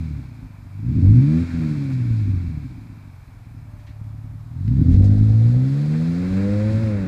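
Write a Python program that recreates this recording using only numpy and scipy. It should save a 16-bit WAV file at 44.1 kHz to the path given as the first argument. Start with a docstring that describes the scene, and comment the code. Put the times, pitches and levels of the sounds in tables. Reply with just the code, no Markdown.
"""Empty parking lot: a straight-six car with an open exhaust drops from one blip, revs again, idles while
a gear is engaged, then pulls away and lifts off. Two banks of three cylinders fire into one booming pipe:
engine orders are sines, uneven burns and rasp are pulse trains ringing resonances. Gas, tyres, belts, scuffs
and far traffic are shaped noise; a pump hum and a faint whine are sines."""
import sys
import numpy as np
from scipy import signal
from scipy.fft import rfft, irfft
from scipy.io import wavfile
from scipy.ndimage import uniform_filter1d, minimum_filter1d

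SR = 44100
rng = np.random.default_rng(int(sys.argv[2]) if len(sys.argv) > 2 else 0)


def bounce(signal):
    """Save signal as a 16-bit WAV file at the path given by the first command-line argument."""
    frames = np.transpose(np.atleast_2d(signal))
    limited = np.clip(frames, -1, 1)
    pcm = np.round(limited * 32767).astype(np.int16)
    wavfile.write(sys.argv[1], SR, pcm)


N = 311787
TIME_S = np.arange(N) / SR


def amp(db):
    """Amplitude ratio of a level in dB."""
    return 10 ** (np.asarray(db) / 20)


def rms_one(x):
    """Scale to rms 1."""
    return x / np.sqrt(np.mean(x ** 2) + 1e-20)


def in_time(rows):
    """Columns of a table whose first column is time, interpolated to every sample."""
    s, *columns = np.transpose(rows)
    return [np.interp(TIME_S, s, c) for c in columns]


def seconds_after(start_s):
    """Time since start_s, 0 before it."""
    return np.maximum(TIME_S - start_s, 0)


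def drift(corner_hz):
    """Slow chance of spread 1: noise through a double one-pole low-pass."""
    pole = np.exp(-80 * np.pi * corner_hz / SR)   # runs at SR / 40
    noise = rng.standard_normal(N // 40 + 2002)
    slow = signal.lfilter([1], [1, -2 * pole, pole ** 2], noise)[2000:]   # settled part
    return np.interp(np.arange(N) / 40, np.arange(len(slow)), rms_one(slow))


def coloured(spectrum):
    """Noise of rms 1 with the given relative spectrum."""
    hz = np.fft.rfftfreq(N, 1 / SR) + 1
    at_hz, level_db = np.transpose(spectrum)
    gain = amp(np.interp(np.log(hz), np.log(at_hz), level_db, -90, -90))
    return rms_one(irfft(rfft(rng.standard_normal(N)) * gain, N))


def resonances(modes, hz):
    """Complex response of resonances in parallel, signs alternating."""
    total = 0
    for k, (centre_hz, width_hz, level_db) in enumerate(modes):
        detuning = (hz / centre_hz - centre_hz / hz) * centre_hz / width_hz
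        total = total + (-1) ** k * amp(level_db) / (1 + 1j * detuning)
    return total


def ring(pulses, response):
    """Pass pulses through a response of hz; 1 s of padding keeps the tail from wrapping."""
    hz = np.fft.rfftfreq(N + SR, 1 / SR) + 1
    return irfft(rfft(pulses, N + SR) * response(hz))[:N]


# exhaust resonances: (centre [Hz], width [Hz], level [dB])
PIPE_MODES = [(55.5, 167, -11), (105.8, 22, 4), (172.8, 6.7, -3), (246.8, 44.6, -3), (310, 130, -14.5)]
SILENCER_HZ = 320


def pipe(hz):
    """The exhaust's resonances, shut off steeply above the silencer's corner."""
    x = hz / SILENCER_HZ
    return resonances(PIPE_MODES, hz) / (1 + 1.2j * x - x ** 2) ** 3


# engine speed before smoothing: (time [s], rate [firings/s])
SPEED = [(0, 83.4), (0.31, 57.9), (0.39, 53.8), (0.61, 47.6), (0.72, 47.6), (0.8, 52.5), (0.87, 61.5),
         (1.04, 93), (1.3, 154.3), (1.4, 169.7), (1.5, 168.4), (1.58, 163.2), (1.79, 142.3), (2.3, 96.3),
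         (2.6, 71.1), (2.79, 55.1), (2.9, 53.9), (3.13, 45.8), (3.5, 38.4), (3.86, 34.6), (4.0, 35.6),
         (4.39, 36.4), (4.54, 40.2), (4.63, 49.1), (4.82, 78.3), (4.96, 94.4), (5.08, 101.8), (5.38, 111.7),
         (5.45, 116.1), (5.97, 158.5), (6.18, 177), (6.44, 198.5), (6.77, 220.7), (6.83, 223.3),
         (7.07, 182)]


def firing_rate():
    """Firings per s, smoothed so that every change is rounded."""
    return uniform_filter1d(in_time(SPEED)[0], size=2600, mode="nearest")


# gas pulses at the tailpipe: (time [s], pulse level [dB], imbalance of the banks [dB],
# sharpness [dB per octave of order], uneven burns [dB re pulse level])
GAS_PULSES = [(0, -1.5, -9.5, -1.5, -31.5), (.15, 0, -6, -7.5, -33.5), (.3, -14, 2, -4, -23),
              (.5, -23, -7.5, 4.5, -25), (.65, -19, 0, -1.5, -27.5), (.8, -11.5, -16, 4, -30.5),
              (.9, 3.5, -18.5, -1, -28), (.97, -0.5, 4, -2.5, -19), (1.02, -3.5, 0, 4, -20.5),
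              (1.06, 5, -2.5, 0, -32), (1.2, 3, -10.5, -2.5, -19), (1.35, -2, 7.5, 2, -39.5),
              (1.42, -6, 8.5, -1.5, -20), (1.48, -17.5, 12, -9.5, -12.5), (1.55, -12, 14, -8, -13.5),
              (1.62, -6.5, 6, 2.5, -22.5), (1.85, -11, -2, 2, -20), (2.1, -6, -3.5, -5.5, -21.5),
              (2.35, -6.5, -2.5, -2, -26.5), (2.55, -1.5, -14, -5.5, -36.5), (2.82, -22.5, -10, 2.5, -17.5),
              (3.1, -24.5, -18, 6, -20.5), (3.16, -17.5, -5, 0, -37), (3.35, -16, 0.5, -3, -33.5),
              (3.6, -9, -11, 1.5, -32.5), (3.78, -10.5, -5, -1.5, -38.5), (4.05, 0, -22, -2.5, -43.5),
              (4.5, -9, -13, 2.5, -39.5), (4.68, 1.5, -12, 1.5, -32.5), (4.82, 9, -9, -2, -25.5),
              (4.97, 7.5, -3, -2, -33.5), (5.15, 0, -2, 0.5, -52), (5.45, -0.5, -2.5, -4, -30),
              (5.7, -3, -4, -1.5, -29), (6, -1.5, 5, -9, -32), (6.25, -1.5, -0.5, -4.5, -29),
              (6.45, -1.3, 1.5, -0.5, -32.5), (6.8, -10.5, 10.5, -4, -19.5), (6.95, -7, 3, 0.5, -29),
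              (7.07, -3.5, -7, -1, -23.5)]


def gas_pulses():
    """Pulse level, bank imbalance, sharpness and unevenness at every sample."""
    return in_time(GAS_PULSES)


# throttle: (opens [s], shuts [s])
THROTTLE = [(0.902, 1.1), (4.58, 6.9)]


def throttle():
    """0 shut, 1 open; pipe pressure builds gradually."""
    is_open = sum(1. * (TIME_S > opens_s) * (TIME_S < shuts_s) for opens_s, shuts_s in THROTTLE)
    return uniform_filter1d(is_open, size=5000)


IN_GEAR_S, TURNS_AWAY_S = 4.5, 0.46   # start and duration of the change from standing to leaving
# how the exhaust passes a steady tone to the listener:
# (pitch [Hz], car standing [dB], car pulling away [dB])
PASSAGE = [(20, -50, -38.5), (32, -47.5, -43), (45, -32.5, -21), (59.7, -21.5, -12.5), (77.7, -20, -24.5),
           (91.5, -5, -11), (101, -4, -5), (116, -4, -3), (161, -6.5, -9.5), (185.7, -12, -12),
           (225, -7.5, -6.5), (265, -2.5, -4.5), (279.3, -3.5, -7.5), (330, -12, -14), (387, -28.5, -18.5),
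           (453, -29.5, -17), (528, -18.5, -7), (630, -25.5, -17), (790, -34, -25), (1300, -33.5, -33)]
# engine orders; half orders come from unequal banks: (multiple of firing rate [1], level [dB])
ORDERS = [(.5, -9.5), (1, -9), (1.5, -19.5), (2, -18.5), (2.5, -22), (3, -26), (3.5, -35.5), (4, -32.5),
          (4.5, -35), (5, -43), (5.5, -48), (6, -47), (6.5, -65), (7, -50.5), (8, -60.5)]
# the lowest half order thins under throttle and grows with speed
LOPE_OPEN_DB, LOPE_DB_PER_OCTAVE = -6.5, 11.5


def exhaust_tones(rate, firings, pulse_db, imbalance_db, sharp_db, wobble_db=0.99):
    """Engine orders as sines; each takes the level that the exhaust passes at its pitch and the pipe's phase."""
    step = np.arange(0, N, 64)
    smooth = lambda v: np.interp(np.arange(N), step, v)
    at_hz, standing_db, leaving_db = np.transpose(PASSAGE)
    passed = lambda hz, db: np.interp(np.log(hz), np.log(at_hz), db)
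    away = np.clip((step / SR - IN_GEAR_S) / TURNS_AWAY_S, 0, 1)
    out = 0
    for order, order_db in ORDERS:
        hz = order * rate[step]
        passed_db = (1 - away) * passed(hz, standing_db) + away * passed(hz, leaving_db)
        level_db = order_db + pulse_db + sharp_db * np.log2(max(order, 1)) + smooth(passed_db)
        if order % 1 > 0:
            level_db = level_db + imbalance_db
        if order < 1:
            lope_speed_db = LOPE_DB_PER_OCTAVE * np.log2(rate / rate.max())
            level_db = level_db + LOPE_OPEN_DB * throttle() + lope_speed_db
        gain = amp(level_db + wobble_db * drift(18.0))
        pipe_phase = smooth(np.unwrap(np.angle(pipe(hz))))
        out = out + np.sqrt(2) * gain * np.cos(2 * np.pi * order * firings + pipe_phase)
    return out


RUMBLE_FLOOR_DB, RUMBLE_DB_PER_OCTAVE = -54.5, -6.5   # floor at mean speed; it thins at speed
BOOM_HZ, BOOM_OCTAVES = 102, 0.15
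BOOM_DB, HALF_BOOM_DB = -30.5, -41   # re pulse level plus load
IN_GEAR_DB = 6   # the boom rumbles harder against the load


def rumble_level(rate, pulse_db):
    """Level in dB: a floor, lifted where the firing rate, or half of it, meets the boom of the pipe."""
    near = lambda hz: np.exp(-.5 * (np.log2(hz / BOOM_HZ) / BOOM_OCTAVES) ** 2)
    load_db = pulse_db + IN_GEAR_DB * (TIME_S > IN_GEAR_S)
    boom = amp(load_db) * (amp(BOOM_DB) * near(rate) + amp(HALF_BOOM_DB) * near(rate / 2))
    floor_db = RUMBLE_FLOOR_DB + RUMBLE_DB_PER_OCTAVE * np.log2(rate / rate.mean())
    return 20 * np.log10(amp(floor_db) + boom)


BURN_LOW_HZ = 73   # the pipe radiates little of the uneven burns below this


def uneven_burns(rate, firings, burn_db, rumble_db, lumps_db=2.3, rumble_hz=68.5):
    """Burns stray from the mean; the surplus, as random pulses, rings the pipe and thuds below it."""
    at = np.flatnonzero(np.diff(np.floor(2 * firings)))   # valve opening and closing
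    pulses = np.zeros(N)
    pulses[at] = rng.standard_normal(len(at)) / np.sqrt(rate[at])
    pulses *= amp(lumps_db * drift(3.5))
    rung = ring(pulses, lambda hz: pipe(hz) / (1 + BURN_LOW_HZ / (1j * hz)) ** 2)
    thud_band = signal.butter(2, [34., rumble_hz], "band", fs=SR, output="sos")
    thud = signal.sosfilt(thud_band, pulses)
    return amp(burn_db) * rms_one(rung) + amp(rumble_db) * rms_one(thud)


# gas rush, relative spectrum: (frequency [Hz], density [dB per Hz])
GAS_SPECTRUM = [(1650, -21.5), (2800, -5), (3010, -7), (3230, -3), (4000, 2), (5130, -2.5), (5880, -8.5),
                (7020, -8), (8210, -10.5), (8880, -16.5), (10100, -15), (11800, -23.5), (14600, -31),
                (15400, -31)]
# level at 100 firings/s, rise with speed, share of the pulse level followed
GAS_DB, GAS_DB_PER_OCTAVE, GAS_FOLLOWS = -59, 8.5, 0.05
OPEN_HISS_DB = 1.5   # lift by an open throttle
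LEAVES_S, GAS_FADE_DB_PER_S = 5.7, 3   # fades as the car draws away


def gas_rush(rate, firings, pulse_db, puff_depth=0.059):
    """Gas leaving the tailpipe hisses, grows with speed and pulses a little with each firing."""
    level_db = GAS_DB + GAS_DB_PER_OCTAVE * np.log2(rate / 100) + GAS_FOLLOWS * pulse_db
    level_db += OPEN_HISS_DB * throttle() - GAS_FADE_DB_PER_S * seconds_after(LEAVES_S)
    puff = 1 + puff_depth * np.cos(2 * np.pi * firings)
    return puff * amp(level_db + 0.66 * drift(16.0)) * coloured(GAS_SPECTRUM)


# tyre and body roar, relative spectrum: (frequency [Hz], density [dB per Hz])
ROAR_SPECTRUM = [(240, -26.5), (400, 5), (710, -3.5), (1060, -3), (1160, -4.5), (1390, -1.5), (2380, -4.5),
                 (2770, -11), (2940, -34), (3100, -16), (4030, -53), (6820, -120)]
# level at 100 firings/s, rise with speed, share of the pulse level followed
ROAR_DB, ROAR_DB_PER_OCTAVE, ROAR_FOLLOWS = -53, 11, 0.12


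def roar(rate, pulse_db):
    """Tyres and body roar smoothly, louder with engine speed."""
    level_db = ROAR_DB + ROAR_DB_PER_OCTAVE * np.log2(rate / 100) + ROAR_FOLLOWS * pulse_db
    return amp(level_db + 0.9 * drift(16.0)) * coloured(ROAR_SPECTRUM)


# engine bay, relative spectrum: (frequency [Hz], density [dB per Hz])
WHIRR_SPECTRUM = [(1300, -9.5), (1550, -3), (1900, -16.5), (2300, 3), (2750, -11.5)]
WHIRR_DB, WHIRR_DB_PER_OCTAVE = -56.5, 7.4   # level at mean speed, rise with speed
WHIRR_FADE_S, WHIRR_FADE_DB_PER_S = 3.84, 13


def whirr(rate):
    """Belts and valve gear rustle with speed and are lost as the car leaves."""
    level_db = WHIRR_DB + WHIRR_DB_PER_OCTAVE * np.log2(rate / rate.mean())
    return amp(level_db - WHIRR_FADE_DB_PER_S * seconds_after(WHIRR_FADE_S)) * coloured(WHIRR_SPECTRUM)


# far traffic over the lot, relative spectrum: (frequency [Hz], density [dB per Hz])
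LOT_SPECTRUM = [(190, -24.5), (330, 0), (375, -2.5), (543, -3.5), (608, 2.5), (1030, 3), (1120, 1),
                (2160, -7), (2380, -9.5), (2940, -15.5), (4610, -20), (6460, -19.5), (14700, -20.5),
                (15400, -31)]
LOT_DB = -58


def far_traffic():
    """Steady shaped noise, its level drifting slightly."""
    return amp(LOT_DB + 0.36 * drift(12.0)) * coloured(LOT_SPECTRUM)


WHINE_HZ, WHINE_PEAK_DB = 5100, -82.5
WHINE_FADE_S, WHINE_FADE_DB_PER_S = 4.7, 16


def whine():
    """A faint sine of wavering level, lost as the car leaves."""
    level_db = WHINE_PEAK_DB + 3. * drift(4.) - WHINE_FADE_DB_PER_S * seconds_after(WHINE_FADE_S)
    return amp(level_db) * np.sin(2 * np.pi * WHINE_HZ * TIME_S)


# tailpipe rasp resonances: (centre [Hz], width [Hz], level [dB])
SHELL_MODES = [(468.5, 46, 4.5), (578.5, 111, -0.5), (744, 80, -1)]
RASP_SHUT_DB, RASP_OPEN_DB, RASP_FOLLOWS = -70.5, -45, .3   # last: share of the pulse level followed
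RASP_DB_PER_OCTAVE = 39   # dies away below 100 firings/s


def rasp(rate, firings, pulse_db):
    """Sharp edges of the gas pulses, the two banks unequal, ring the tailpipe, loudest under throttle."""
    at = np.flatnonzero(np.diff(np.floor(firings)))
    bank = 1 + 1.02 * (-1) ** np.arange(len(at))
    scatter = 1.2 * rng.standard_normal(len(at))
    pulses = np.zeros(N)
    pulses[at] = (bank + scatter) / np.sqrt(rate[at])
    rung = ring(pulses, lambda hz: resonances(SHELL_MODES, hz) ** 2)
    level_db = RASP_SHUT_DB + (RASP_OPEN_DB - RASP_SHUT_DB) * throttle() + RASP_FOLLOWS * pulse_db
    level_db += RASP_DB_PER_OCTAVE * np.minimum(np.log2(rate / 100), 0)
    return amp(level_db) * rms_one(rung)


# single firings that stand out from their neighbours: (time [s], gain [dB])
STRONG_FIRINGS = [(0.966, 10), (1.057, 0), (1.079, 2), (1.157, 0.5), (1.184, 3.5), (1.548, 7.5),
                  (2.114, 5.5), (2.284, 3), (2.305, 6), (2.376, 6.5), (2.481, 9), (2.581, 9), (4.015, 13),
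                  (4.07, 8), (4.183, 5.5), (4.293, -2), (4.682, 11.5), (4.714, 10), (4.791, 11),
                  (4.947, 6.5), (4.98, 5.5), (5.01, 11.5), (5.05, 0.5), (5.097, 5), (5.125, 5),
                  (5.155, 1.5), (5.214, 8), (5.231, 3), (5.31, 7.5), (5.411, 1), (5.427, 2), (5.46, 4.5),
                  (5.501, 3), (5.569, 5.5)]


def strong_firings(width_s=0.0027):
    """Gain on the exhaust tones: a short bell-shaped change at each listed firing."""
    t, boost_db = np.arange(0, N, 16) / SR, 0
    for s, gain_db in STRONG_FIRINGS:
        boost_db = boost_db + gain_db * np.exp(-.5 * ((t - s) / width_s) ** 2)
    return amp(np.interp(TIME_S, t, boost_db))


HUM_START_S, HUM_STOP_S, HUM_EDGE_S = 3.62, 4.62, 0.06
HUM_HZ, HUM_START_DB, HUM_SAG_DB_PER_S = 594, -62.5, 11.5


def pump_hum():
    """A pump hums while the gear is engaged: a sine with linear edges and sagging level."""
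    running = np.clip(np.minimum(TIME_S - HUM_START_S, HUM_STOP_S - TIME_S) / HUM_EDGE_S, 0, 1)
    gain = running * amp(HUM_START_DB - HUM_SAG_DB_PER_S * (TIME_S - HUM_START_S))
    return np.sqrt(2) * gain * np.sin(2 * np.pi * HUM_HZ * TIME_S)


# scuffs of brake pads and of tyres on grit:
# (time of peak [s], dull part at peak [dB], bright part at peak [dB], rise [s], t60 [s])
SCUFFS = [(3.8, -62, -73, .02, .3), (3.875, -55, -75, .01, 0.29), (4.689, -61, -71, 0.0078, 0.23),
          (4.942, -52, -57.5, .06, 0.2), (5.046, -58, -53, 0.0087, 0.22)]
# bright part, relative spectrum: (frequency [Hz], density [dB per Hz])
GRIT_SPECTRUM = [(3000, -15), (4500, 1), (7000, -1.5), (9000, -9), (13000, -25)]


def scuffs():
    """Short swells of dull and bright noise: linear rise, exponential decay."""
    dull, bright = np.zeros(N), np.zeros(N)
    for s, dull_db, bright_db, rise_s, t60_s in SCUFFS:
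        swell = amp(-60 * seconds_after(s) / t60_s) * np.clip(1 + (TIME_S - s) / rise_s, 0, 1)
        dull += amp(dull_db) * swell
        bright += amp(bright_db) * swell
    dull_spectrum = [(1200, -25.0), (1900, 1.5), (3000, -9.0), (4200, -8.5), (8000, -26.5)]
    return bright * coloured(GRIT_SPECTRUM) + dull * coloured(dull_spectrum)


# small metal ticks from the driveline and grit:
# (time [s], initial level before the band-pass [dB], nominal pitch [Hz], t60 [s])
TICKS = [(3.868, -51, 3500, .02), (4.679, -35.5, 1870, 0.024), (4.977, -50, 4940, 0.0084),
         (5.041, -41.5, 8000, 0.006), (5.065, -48, 6060, 0.0065)]


def ticks():
    """Dying noise bursts, band-passed around their pitch."""
    out, t = np.zeros(N), np.arange(4000) / SR
    for s, level_db, hz, t60_s in TICKS:
        band = signal.butter(2, [hz / 2, hz * 1.7], "band", fs=SR, output="sos")
        burst = rng.standard_normal(4000) * amp(level_db - 60 * t / t60_s)
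        start = round(s * SR)
        out[start:start + 4000] += signal.sosfilt(band, burst)
    return out


def scene():
    """Car, its small noises and the lot, summed to one channel."""
    rate = firing_rate()
    firings = np.cumsum(rate) / SR   # running count
    pulse_db, imbalance_db, sharp_db, uneven_db = gas_pulses()
    car = strong_firings() * exhaust_tones(rate, firings, pulse_db, imbalance_db, sharp_db)
    car += uneven_burns(rate, firings, pulse_db + uneven_db, rumble_level(rate, pulse_db))
    car += gas_rush(rate, firings, pulse_db) + roar(rate, pulse_db) + whirr(rate)
    car += rasp(rate, firings, pulse_db)
    small = whine() + pump_hum() + scuffs() + ticks()
    return (car + small + far_traffic())[None]


LIMIT, CUTOFF_HZ = .745, 15450


def record(dry):
    """A limiter turns the loudest booms down, the top is cut."""
    gain = minimum_filter1d(np.minimum(1, LIMIT / (abs(dry) + 1e-9)), size=441)
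    held = dry * uniform_filter1d(gain, size=441)
    return signal.sosfilt(signal.ellip(12, .5, 70, CUTOFF_HZ, fs=SR, output="sos"), held)


dry = scene()
out = record(dry)
bounce(out)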